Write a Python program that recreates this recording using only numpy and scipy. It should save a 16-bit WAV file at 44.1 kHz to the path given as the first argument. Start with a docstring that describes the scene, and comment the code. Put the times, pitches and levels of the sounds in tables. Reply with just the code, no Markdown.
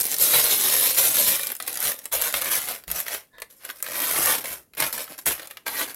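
"""A stiff paper cooking bag is shaken and turned in the hands, laid on a baking tray, patted, tugged and patted again.
Its creases buckle in swarms of tiny filtered-noise clicks, with single loud snaps among them and popping panels.
The contents slide and thud as dull noise over low decaying sines; the dragged tray rings faintly from random slips.
A small kitchen answers with short noise echoes over a faint low rumble, heard by one nearby microphone."""
import sys
import numpy as np
from scipy import signal
from scipy.fft import rfft, irfft, next_fast_len
from scipy.io import wavfile
from scipy.ndimage import uniform_filter1d, map_coordinates

SR = 44100
rng = np.random.default_rng(int(sys.argv[2]) if len(sys.argv) > 2 else 0)


def log_audio(samples):
    """Write samples as a 16-bit WAV file to the path given in sys.argv[1]."""
    # one column per channel
    frames = np.atleast_2d(samples).T
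    # limit to full scale, then quantise
    limited = np.clip(frames, -1, 1)
    pcm = np.round(limited * 32767).astype(np.int16)
    wavfile.write(sys.argv[1], SR, pcm)


N = 262394  # length in samples


def amp(db):
    """Decibels to gain."""
    return 10 ** (np.asarray(db) / 20)


def unit(x):
    """Scale to rms 1."""
    return x / np.sqrt(np.mean(x ** 2) + 1e-20)


def along(points, hz):
    """Read (Hz, value) points on a log frequency axis."""
    point_hz, value = np.transpose(points)
    return np.interp(np.log(hz + 1), np.log(point_hz + 1), value)


def curve(points):
    """Read (s, value) points at every sample."""
    return np.interp(np.arange(N) / SR, *np.transpose(points))


def wobble(rate):
    """A smooth random curve, rate knots a second."""
    knots = rng.standard_normal(int(N * rate / SR) + 4)
    return map_coordinates(knots, [np.arange(N) * rate / SR])


def coloured(x, spectrum, size=4096):
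    """Pass x through a causal (minimum-phase) filter of unit energy with the given spectrum."""
    cepstrum = irfft(np.log(amp(along(spectrum, np.fft.rfftfreq(size, 1 / SR)))))
    # folding the cepstrum forward in time makes the filter causal
    cepstrum[1:size // 2] *= 2
    cepstrum[size // 2 + 1:] = 0
    kernel = irfft(np.exp(rfft(cepstrum)))
    return signal.oaconvolve(x, kernel / np.linalg.norm(kernel))[:len(x)]


def add(track, s, sound):
    """Mix a sound into the track at time s."""
    part = track[max(round(s * SR), 0):][:len(sound)]
    part += sound[:len(part)]


def burst(t60, size=2048):
    """Dense damped ringing: noise that falls 60 dB in t60 seconds."""
    return rng.standard_normal(size) * amp(-60 * np.arange(size) / SR / t60)


def swell(ring, rise_s):
    """Let a ring build up with the time constant rise_s."""
    return ring * (1 - np.exp(-np.arange(len(ring)) / SR / rise_s))


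# colour of the room's background: pitch_hz, level_db (relative)
ROOM_COLOUR = [(18, -31), (30, -13), (70, 0.5), (110, -9), (190, -6), (340, -4.5), (600, -13), (900, -23),
               (3580, -30), (12000, -20.5), (16000, -27)]
AIR_DB = -66.5  # rms level


def air():
    """The faint steady background of the room: noise coloured mostly to a low rumble."""
    return amp(AIR_DB) * unit(coloured(rng.standard_normal(N), ROOM_COLOUR))


# decay of the kitchen's tail: pitch_hz, t60_s
ROOM_DECAY = [(150, 0.24), (600, 0.27), (2000, 0.21), (6000, 0.15), (14000, 0.2)]


def room_tail():
    """Noise whose frequency bands each die away at the room's own rate."""
    hz, t, z = signal.stft(rng.standard_normal(SR // 3), SR, nperseg=256)
    decay = amp(-60 * t / along(ROOM_DECAY, hz)[:, None])
    return signal.istft(z * decay, SR, nperseg=256)[1]


def kitchen(x, near_db=-6.5, near_t60=0.026, wall_db=-13.0, room_db=-12):
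    """Counter and tray reflect at once, then the nearest wall and a short tail; paths change as the bag moves."""
    out = np.zeros(N)
    hop = SR // 10  # new paths fade in every tenth of a second
    for start in range(0, N + hop, hop):
        first = max(start - hop, 0)
        part = x[first:start + hop]
        part = part * np.cos(np.pi / 2 * (first + np.arange(len(part)) - start) / hop)
        # response, level in dB, delay in s
        paths = [(burst(near_t60), near_db, .0014),
                 (burst(0.0028), wall_db, .0064),
                 (room_tail(), room_db, .0067)]
        for response, db, delay in paths:
            echo = signal.fftconvolve(part, response / np.linalg.norm(response))
            add(out, first / SR + delay, amp(db) * echo)
    return x + out


# resonances of the baking tray: pitch_hz, level_db (relative), t60_s
TRAY_MODES = [(511, -4, 0.065), (723, -6, 0.057), (1074, 0, 0.054), (1735, 9, .045), (1920, 4, 0.02),
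              (3700, 9, 0.008)]
# strength of the drag under the bag: time_s, level_db
TRAY_DRAG = [(3.3, -86), (3.325, -67), (3.35, -51), (3.41, -55), (3.429, -46), (3.48, -82), (3.5, -100)]


def tray(slip_rate=900):
    """The dragged tray sticks and slips: random impulses ring its modes faintly and roughly."""
    t = np.arange(SR // 4) / SR
    ring = sum(amp(db - 60 * t / t60) * np.sin(2 * np.pi * hz * t) for hz, db, t60 in TRAY_MODES)
    slips = (rng.random(N) < slip_rate / SR) * rng.uniform(-1.9, 1, N)
    scrape = signal.fftconvolve(slips, ring)[:N]
    return amp(curve(TRAY_DRAG)) * unit(scrape)


# the filled bag lands or is patted: start_s, level_db (relative)
PAT_HITS = [(1.851, -36), (2.152, -39), (2.34, -39), (2.457, -41), (2.62, -47), (2.873, -32.5),
            (2.915, -37), (4.229, -34), (4.498, -38.5), (4.806, -33), (5.262, -29)]
# boom of the counter and of the air in the bag: pitch_hz, level_db (relative)
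BOOM_MODES = [(62, 1), (162, 0)]
# dull colour of the moving contents, also for filling(): pitch_hz, level_db (relative)
CONTENTS_COLOUR = [(25, -25), (60, -12.5), (120, 5), (200, 1), (310, 8), (450, 4.5), (900, -5.5),
                   (3000, -77)]
CUSHION_S, THUD_T60 = .008, .2  # rise time constant and decay of the cushioned thud, s


def pats(level_db=-7.0, rattle_db=-9):
    """The soft filling thuds on the tray: counter and bag boom as sines, the contents shudder as noise."""
    out = np.zeros(N)
    t = np.arange(SR // 3) / SR
    for s, db in PAT_HITS:
        boom = np.zeros(len(t))
        for hz, level in BOOM_MODES:
            scattered_hz = hz * rng.normal(1, 0.073)
            boom += amp(level - 60 * t / THUD_T60) * np.sin(2 * np.pi * scattered_hz * t)
        shudder = coloured(burst(THUD_T60, size=len(t)), CONTENTS_COLOUR)
        thud = swell(boom + amp(rattle_db) * shudder, CUSHION_S)
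        add(out, s, amp(db + level_db) * thud)
    return out


# how freely the contents move, loose in the air, still on the tray, sliding when tilted:
# time_s, level_db (relative)
CONTENTS_FREEDOM = [(1.3, -1), (1.5, -1.5), (3.15, -4), (3.25, -20), (3.84, -22), (3.9, 3), (4.3, 9),
                    (4.55, 1.5), (5.0, 1.5)]


def filling(hollow, level_db=-50, follow=0.6, inertia_s=0.031, lump_db=3):
    """The contents slide and bump dully on the paper walls: lumpy noise follows the panels sluggishly."""
    sluggish = uniform_filter1d(hollow, int(inertia_s * SR) + 1)
    level = curve(CONTENTS_FREEDOM) + follow * (sluggish + 30)
    slide = coloured(rng.standard_normal(N), CONTENTS_COLOUR)
    lumps = unit(amp(lump_db * wobble(35)) * slide)
    return amp(level + level_db) * lumps


FOLD_RUN_S = .0014  # time the buckle takes to run along its fold


def snap(t60, spectrum, tone_db):
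    """One quick ring of a fold with a tone of its own; its energy equals 2 ms at rms 1."""
    own = [(hz, db + rng.normal(0, tone_db)) for hz, db in spectrum]
    t = np.arange(2048) / SR
    running = np.minimum(2 * t / FOLD_RUN_S, 1) * amp(-60 * np.maximum(t - FOLD_RUN_S, 0) / t60)
    ring = coloured(running * rng.standard_normal(len(t)), own, size=1024)
    return ring / np.linalg.norm(ring) * np.sqrt(SR / 500)


# bright colour of a snapping fold: pitch_hz, level_db (relative)
CRACK_COLOUR = [(2000, -22), (5000, -11.5), (9000, -5), (11800, 3), (16000, -12)]
CRACK_T60 = .007  # s


def crack(tone_db):
    """A fold snaps through: a sharp noise crack that is over almost at once."""
    return snap(CRACK_T60, CRACK_COLOUR, tone_db)


# hollow colour of a flipping panel: pitch_hz, level_db (relative)
POP_COLOUR = [(60, -22), (200, -17), (300, -9.5), (540, 1), (800, -5), (1300, 0), (2100, 0), (2800, -3),
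              (4200, -4.5), (6000, -14.5), (10000, -15)]
# the panel's note: centre pitch (Hz), scatter (octaves), share of the pop's power (0-1), decay (s)
NOTE_HZ, NOTE_OCTAVES, NOTE_SHARE, NOTE_T60 = 1850, .2, .16, .012


def panel_pop(t60):
    """A panel flips: a broad slap and a brief sine note, higher or lower with the panel's size."""
    slap = snap(t60, POP_COLOUR, tone_db=1.0)
    t = np.arange(len(slap)) / SR
    hz = NOTE_HZ * 2 ** rng.normal(0, NOTE_OCTAVES)
    note = swell(np.sin(2 * np.pi * hz * t) * amp(-60 * t / NOTE_T60), FOLD_RUN_S / 2)
    return np.sqrt(1 - NOTE_SHARE) * slap + np.sqrt(NOTE_SHARE) * unit(note) * slap.std()


# large folds that snap through: start_s, crack_db (relative), pop_db (relative)
LARGE_SNAPS = [(0.002, -14, -35), (0.0102, -13, -41), (0.016, -18.5, -41), (0.031, -19.5, -43),
               (0.0406, -19, -37.5), (0.053, -16, -48), (0.0665, -19, -46), (0.115, -18.5, -48),
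               (0.129, -24, -42), (0.1418, -17, -32), (0.165, -22, -47), (0.184, -17, -37),
               (0.312, -19, -29.5), (0.3396, -18.5, -25), (0.441, -12.5, -37), (0.61, -18, -33.5),
               (0.7117, -22, -36), (0.9463, -20, -37), (0.9712, -18, -33), (1.168, -14.5, -28),
               (1.266, -18.5, -31), (1.3555, -18, -44), (1.3649, -23.5, -44), (1.3937, -24, -28.5),
               (1.4328, -19.5, -31.5), (1.4697, -16.5, -44.5), (1.5013, -25, -31), (1.5178, -19, -32),
               (1.5513, -24.5, -40), (1.565, -28.5, -47), (1.6007, -27, -25), (1.624, -24, -46),
               (1.6776, -18.5, -29), (1.681, -26.5, -32.5), (1.7282, -24, -46), (1.742, -27, -44.5),
               (1.755, -24.5, -35), (1.7724, -20.5, -33.5), (1.803, -17.5, -48), (1.8264, -18.5, -37),
               (1.9178, -21, -29), (1.9895, -30, -43), (2.042, -38, -50), (2.0553, -22.5, -33),
               (2.1253, -20, -30), (2.215, -14.5, -36), (2.2204, -14.5, -24), (2.325, -23, -35.5),
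               (2.34, -18.5, -16.5), (2.3706, -21, -36), (2.4155, -18, -41), (2.4199, -18.5, -26),
               (2.4452, -21, -40.5), (2.4572, -27, -24), (2.553, -17.5, -36.5), (2.6168, -25.5, -34),
               (2.6862, -21, -30.5), (2.8374, -38.5, -43.5), (2.879, -30.5, -33.5), (2.902, -27, -32),
               (2.914, -15.5, -31.5), (3.0016, -16.5, -29.5), (3.0647, -32, -30), (3.0816, -23.5, -26.5),
               (3.139, -25, -40), (3.147, -29, -26), (3.3823, -48, -39), (3.4005, -37, -45),
               (3.419, -28, -28), (3.65, -26.5, -35), (3.6905, -37, -32), (3.6993, -32, -28),
               (3.7088, -31, -42), (3.8025, -41, -43), (3.8256, -15.5, -34), (3.864, -32, -30),
               (3.9551, -25.5, -27), (4.002, -19, -38), (4.019, -19, -37), (4.0411, -22.5, -32.5),
               (4.111, -19.5, -28), (4.1608, -28, -23), (4.184, -24.5, -30), (4.258, -11, -30),
               (4.352, -20.5, -24.5), (4.3823, -25, -34), (4.4424, -33, -30.5), (4.456, -32, -27.5),
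               (4.7352, -46.5, -44.5), (4.7497, -39, -47.5), (4.779, -25, -46), (4.8016, -13, -20.5),
               (4.865, -22, -27.5), (4.876, -24, -43), (4.9269, -20.5, -37), (4.9784, -25.5, -29.5),
               (5.078, -45, -38), (5.188, -29.5, -33.5), (5.2586, -16.5, -40), (5.3074, -31.5, -23.5),
               (5.395, -41, -32), (5.4725, -31.5, -43), (5.5097, -32.5, -35), (5.5705, -37, -32),
               (5.6641, -29, -29.5), (5.674, -26.5, -33), (5.679, -24.5, -27), (5.8064, -27, -37),
               (5.9444, -29.5, -47)]


def snaps(pop_t60=0.028, crack_db=0.0, pop_db=2.0):
    """A large fold flips: a sharp crack and a slightly longer pop of the panel."""
    out = np.zeros(N)
    for s, crack_level, pop_level in LARGE_SNAPS:
        add(out, s, amp(crack_level + crack_db) * crack(tone_db=3))
        add(out, s, amp(pop_level + pop_db) * panel_pop(pop_t60))
    return out


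def small_snaps(crisp, hollow, rate=18, crack_db=0.0, pop_db=-1, spread_db=2.5, pop_t60=0.045):
    """Smaller folds flip at random, as strongly as the paper is being worked."""
    out = np.zeros(N)
    for i in np.flatnonzero(rng.random(N) < rate / SR):
        size_db = spread_db * rng.uniform(-2.5, 1.1)
        add(out, i / SR, amp(crisp[i] + size_db + crack_db) * crack(tone_db=1.5))
        add(out, i / SR, amp(hollow[i] + size_db + pop_db) * panel_pop(pop_t60))
    return out


# the hands take up the paper almost at once; let go, it settles
GRAB_DB_PER_S, SETTLE_DB_PER_S = 4001, 298.5


def settling(t, start, end):
    """Level in dB of a movement's edges: a quick grab before its start, the paper settling after its end."""
    return -GRAB_DB_PER_S * np.maximum(start - t, 0) - SETTLE_DB_PER_S * np.maximum(t - end, 0)


# the bag is shaken and turned in the air: time_s, crackle_db, rustle_db (both relative)
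SHAKING = [(0.0, -22.5, -34), (0.03, -31.5, -45.5), (0.075, -29.5, -39), (0.135, -24, -31),
           (0.171, -35.5, -45.5), (0.215, -17.5, -28), (0.29, -20, -30), (0.346, -17, -24.5),
           (0.39, -16.5, -23.5), (0.42, -20.5, -29.5), (0.45, -19.5, -26), (0.488, -22.5, -29),
           (0.531, -17, -25), (0.57, -23, -31.5), (0.63, -22, -30.5), (0.67, -19.5, -26),
           (0.75, -20.5, -27), (0.768, -21, -30.5), (0.86, -17.5, -25.5), (0.899, -20, -28),
           (0.936, -27.5, -37), (0.962, -22.5, -33.5), (0.984, -17.5, -26), (1.07, -19.5, -28.5),
           (1.134, -23.5, -33.5), (1.18, -18.5, -25.5), (1.266, -22, -30.5), (1.284, -17, -24.5),
           (1.388, -29, -36.5), (1.46, -31.5, -38.5), (1.497, -36.5, -39), (1.562, -52, -58),
           (1.59, -46.5, -67)]
# it is tugged up by one end and let down again: time_s, crackle_db, rustle_db (both relative)
TUGGING = [(3.841, -35, -40), (3.858, -40.5, -40.5), (4.011, -27.5, -32.5), (4.272, -22, -27.5),
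           (4.313, -18.5, -23), (4.418, -37.5, -42.5), (4.43, -49, -43.5)]
# a hand grips or presses the paper:
# start_s, squeeze_s, hold_s, crackle_db, rustle_db (both relative)
HAND_PRESSES = [(0.326, 0.011, 0.0061, -20, -20), (1.605, 0.006, 0.03, -42.5, -43.5),
                (1.66, 0.0075, 0.16, -35, -40), (1.793, 0.056, 0.046, -22, -29),
                (1.96, 0.0039, 0.096, -47, -51.5), (2.117, 0.015, 0.024, -22.5, -28.5),
                (2.186, .01, .04, -30, -32), (2.224, 0.012, 0.042, -23.5, -29.5),
                (2.329, 0.025, 0.025, -25.5, -30), (2.388, 0.007, 0.05, -32.5, -34.5),
                (2.426, 0.018, 0.064, -28.5, -32), (2.487, 0.031, 0.054, -21.5, -27.5),
                (2.59, 0.0081, 0.061, -31.5, -37.5), (2.668, 0.01, 0.035, -30, -33),
                (2.702, 0.0082, 0.039, -34.5, -37), (2.876, 0.02, 0.061, -37, -39.5),
                (2.938, 0.021, 0.034, -27.5, -35), (3.055, 0.073, 0.02, -30.5, -33),
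                (3.494, 0.01, 0.0084, -47.5, -54.5), (3.554, .01, .05, -55, -68),
                (3.599, 0.057, 0.0092, -44, -44), (3.681, 0.0074, 0.0052, -40.5, -43),
                (3.749, 0.0032, 0.049, -46.5, -55.5), (4.437, 0.0048, 0.1, -32, -37.5),
                (4.772, 0.051, 0.0071, -25.5, -25), (4.845, 0.0083, 0.026, -31, -35),
                (4.928, 0.0037, 0.088, -31.5, -35.5), (5.072, 0.029, 0.023, -42, -43.5),
                (5.177, 0.0025, 0.0046, -40, -50), (5.258, 0.0066, 0.018, -20, -25),
                (5.295, 0.0076, 0.019, -27.5, -32), (5.371, 0.0079, 0.065, -43, -41.5),
                (5.494, 0.0068, 0.0045, -44, -47), (5.527, .01, 0.076, -63, -60),
                (5.66, 0.007, 0.02, -35.5, -32), (5.691, 0.12, 0.011, -26.5, -28),
                (5.821, 0.0079, 0.079, -39, -39)]
SQUEEZE_DB, EASE_DB_PER_S = 12.5, 17  # a press swells, then eases a little while held


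def handling():
    """How hard the paper is worked: crackle and rustle in dB per sample, set by the strongest movement."""
    t = np.arange(N) / SR
    levels = np.full((2, N), -100.)
    for movement in SHAKING, TUGGING:
        s, crisp, hollow = np.transpose(movement)
        moving = np.array([np.interp(t, s, crisp), np.interp(t, s, hollow)])
        levels = np.maximum(levels, moving + settling(t, s[0], s[-1]))
    for s, squeeze, hold, crisp, hollow in HAND_PRESSES:
        end = s + squeeze + hold
        shape = np.interp(t, [s, s + squeeze, end], [-SQUEEZE_DB, 0, -EASE_DB_PER_S * hold])
        shape = shape + settling(t, s, end)
        levels = np.maximum(levels, [crisp + shape, hollow + shape])
    return levels


BUCKLE_SPREAD_DB = 1.2  # scale of the random size differences


def buckles(rate, spread_db):
    """Random clicks at the given rate per second, most small and a few large."""
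    happen = rng.random(N) < rate / SR
    return happen * amp(spread_db * np.minimum(rng.exponential(size=N), 4))


def facets(clicks, t60, count=16, size=1024):
    """Each click rings one of the bag's many facets by its own tone; new facets form as the bag deforms."""
    out = np.zeros(N)
    hop = SR // 6  # a fresh set of facets six times a second
    struck = clicks * (rng.integers(count, size=N) == np.arange(count)[:, None])
    for start in range(0, N, hop):
        rings = np.array([burst(t60, size=size) for _ in range(count)])
        rings /= np.linalg.norm(rings, axis=1, keepdims=True)
        ringing = signal.fftconvolve(struck[:, start:start + hop], rings, axes=1)
        add(out, start / SR, ringing.sum(axis=0))
    return out


def sheet(clicks, sliding, t60):
    """Paper under the hands: ringing facets give way to hiss by the share of sliding."""
    return np.sqrt(1 - sliding ** 2) * facets(clicks, t60) + sliding * rng.standard_normal(N)


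def flexing(x, depth_db, width_hz, hold_s):
    """As the paper bends, its resonances come and go in patches of frequency and time."""
    z = signal.stft(x, nperseg=256)[2]
    bins, frames = z.shape
    rows = np.arange(bins) * SR / 256 / width_hz
    cols = np.arange(frames) * 128 / SR / hold_s
    knots = rng.standard_normal((128, 2048))
    field = map_coordinates(knots, np.meshgrid(rows, cols, indexing="ij"), mode="mirror")
    gain = amp(depth_db * np.tanh(field))
    gain /= np.sqrt(np.mean(gain ** 2))
    return signal.istft(z * gain, nperseg=256)[1][:N]


# colour of the creases: pitch_hz, level_db (relative)
CREASE_COLOUR = [(1500, -32), (3200, -13), (4100, -20.5), (5200, -8), (7000, -8), (9000, -5.5),
                 (11500, 1.5), (13500, -2), (15500, -9), (16000, -22)]
# colour of the panels in the air: pitch_hz, level_db (relative)
PANEL_COLOUR = [(30, -49), (60, -14), (150, -10), (380, -5), (510, 3), (640, -1), (720, -2.5), (850, -5.5),
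                (1050, -3), (1400, -5.5), (2100, -0.5), (2900, -2), (4100, 3.5), (6000, -15), (10000, -39)]
# colour of the panels pressed against the tray: pitch_hz, level_db (relative)
PRESSED_COLOUR = [(30, -25), (60, -15.5), (150, -16), (380, -11), (500, 0.5), (640, 1), (710, -4.5),
                  (880, -3), (1400, -2), (2200, -1.5), (2900, -5), (4100, -5.5), (6000, -12), (10000, -30)]
# sliding hiss in the rustle, more under a light touch: crackle_db, share (0-1)
SLIDING_SHARE = [(-55, .75), (-35, .25)]
LANDING_S = 1.29  # the bag comes to rest on the tray
FACET_T60 = .018  # ringing of a crease's facet, s


def crinkle(crisp, hollow, busy_rate=1900, rate_db=0.56, share_s=.016, crisp_db=-0.55, hollow_db=-1,
            flutter_db=1.03):
    """Harder handling buckles more creases; each one clicks and shakes the panel beside it."""
    t = np.arange(N) / SR
    # busy_rate clicks a second at a crackle level of -20 dB
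    clicks = buckles(busy_rate * amp(rate_db * (crisp + 20.0)), spread_db=BUCKLE_SPREAD_DB)
    # neighbouring buckles share the work that the hands put in, and come in clusters
    power = np.abs(uniform_filter1d(clicks ** 2, int(share_s * SR) + 1))
    clicks = clicks / np.sqrt(power + 1e-4) * amp(flutter_db * wobble(60))
    # under a light touch the sheets mostly slide and hiss instead of buckling
    sliding = np.interp(crisp, *np.transpose(SLIDING_SHARE))
    creases = coloured(sheet(clicks, sliding, t60=FACET_T60), CREASE_COLOUR)
    flaps = sheet(clicks, sliding, t60=0.01)
    # pressed against the tray, the panels sound hollower than in the air
    resting = np.clip((t - LANDING_S) / 1.16, 0, 1)
    panels = (1 - resting) * coloured(flaps, PANEL_COLOUR) + resting * coloured(flaps, PRESSED_COLOUR)
    creases = flexing(creases, depth_db=4.0, width_hz=474.0, hold_s=.02)
    panels = flexing(panels, depth_db=2.5, width_hz=617, hold_s=.025)
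    return amp(crisp + crisp_db) * creases + amp(hollow + hollow_db) * panels


def scene(bag_db=-1):
    """Bag and tray sound together in the kitchen, over the room's background."""
    crisp, hollow = handling()
    paper = crinkle(crisp, hollow) + snaps() + small_snaps(crisp, hollow)
    sources = paper + filling(hollow) + pats() + tray()
    return (amp(bag_db) * kitchen(sources) + air())[None]


TOP_HZ = 15950  # band limit


def record(dry):
    """The microphone's signal chain rounds off the highest peaks and keeps nothing above its band limit."""
    rounded = dry / (1 + (dry / .5) ** 4) ** .25
    size = next_fast_len(N + SR // 4)
    in_band = np.fft.rfftfreq(size, 1 / SR) < TOP_HZ
    return irfft(rfft(rounded, size) * in_band, size)[:, :N]


dry = scene()
out = record(dry)
log_audio(out)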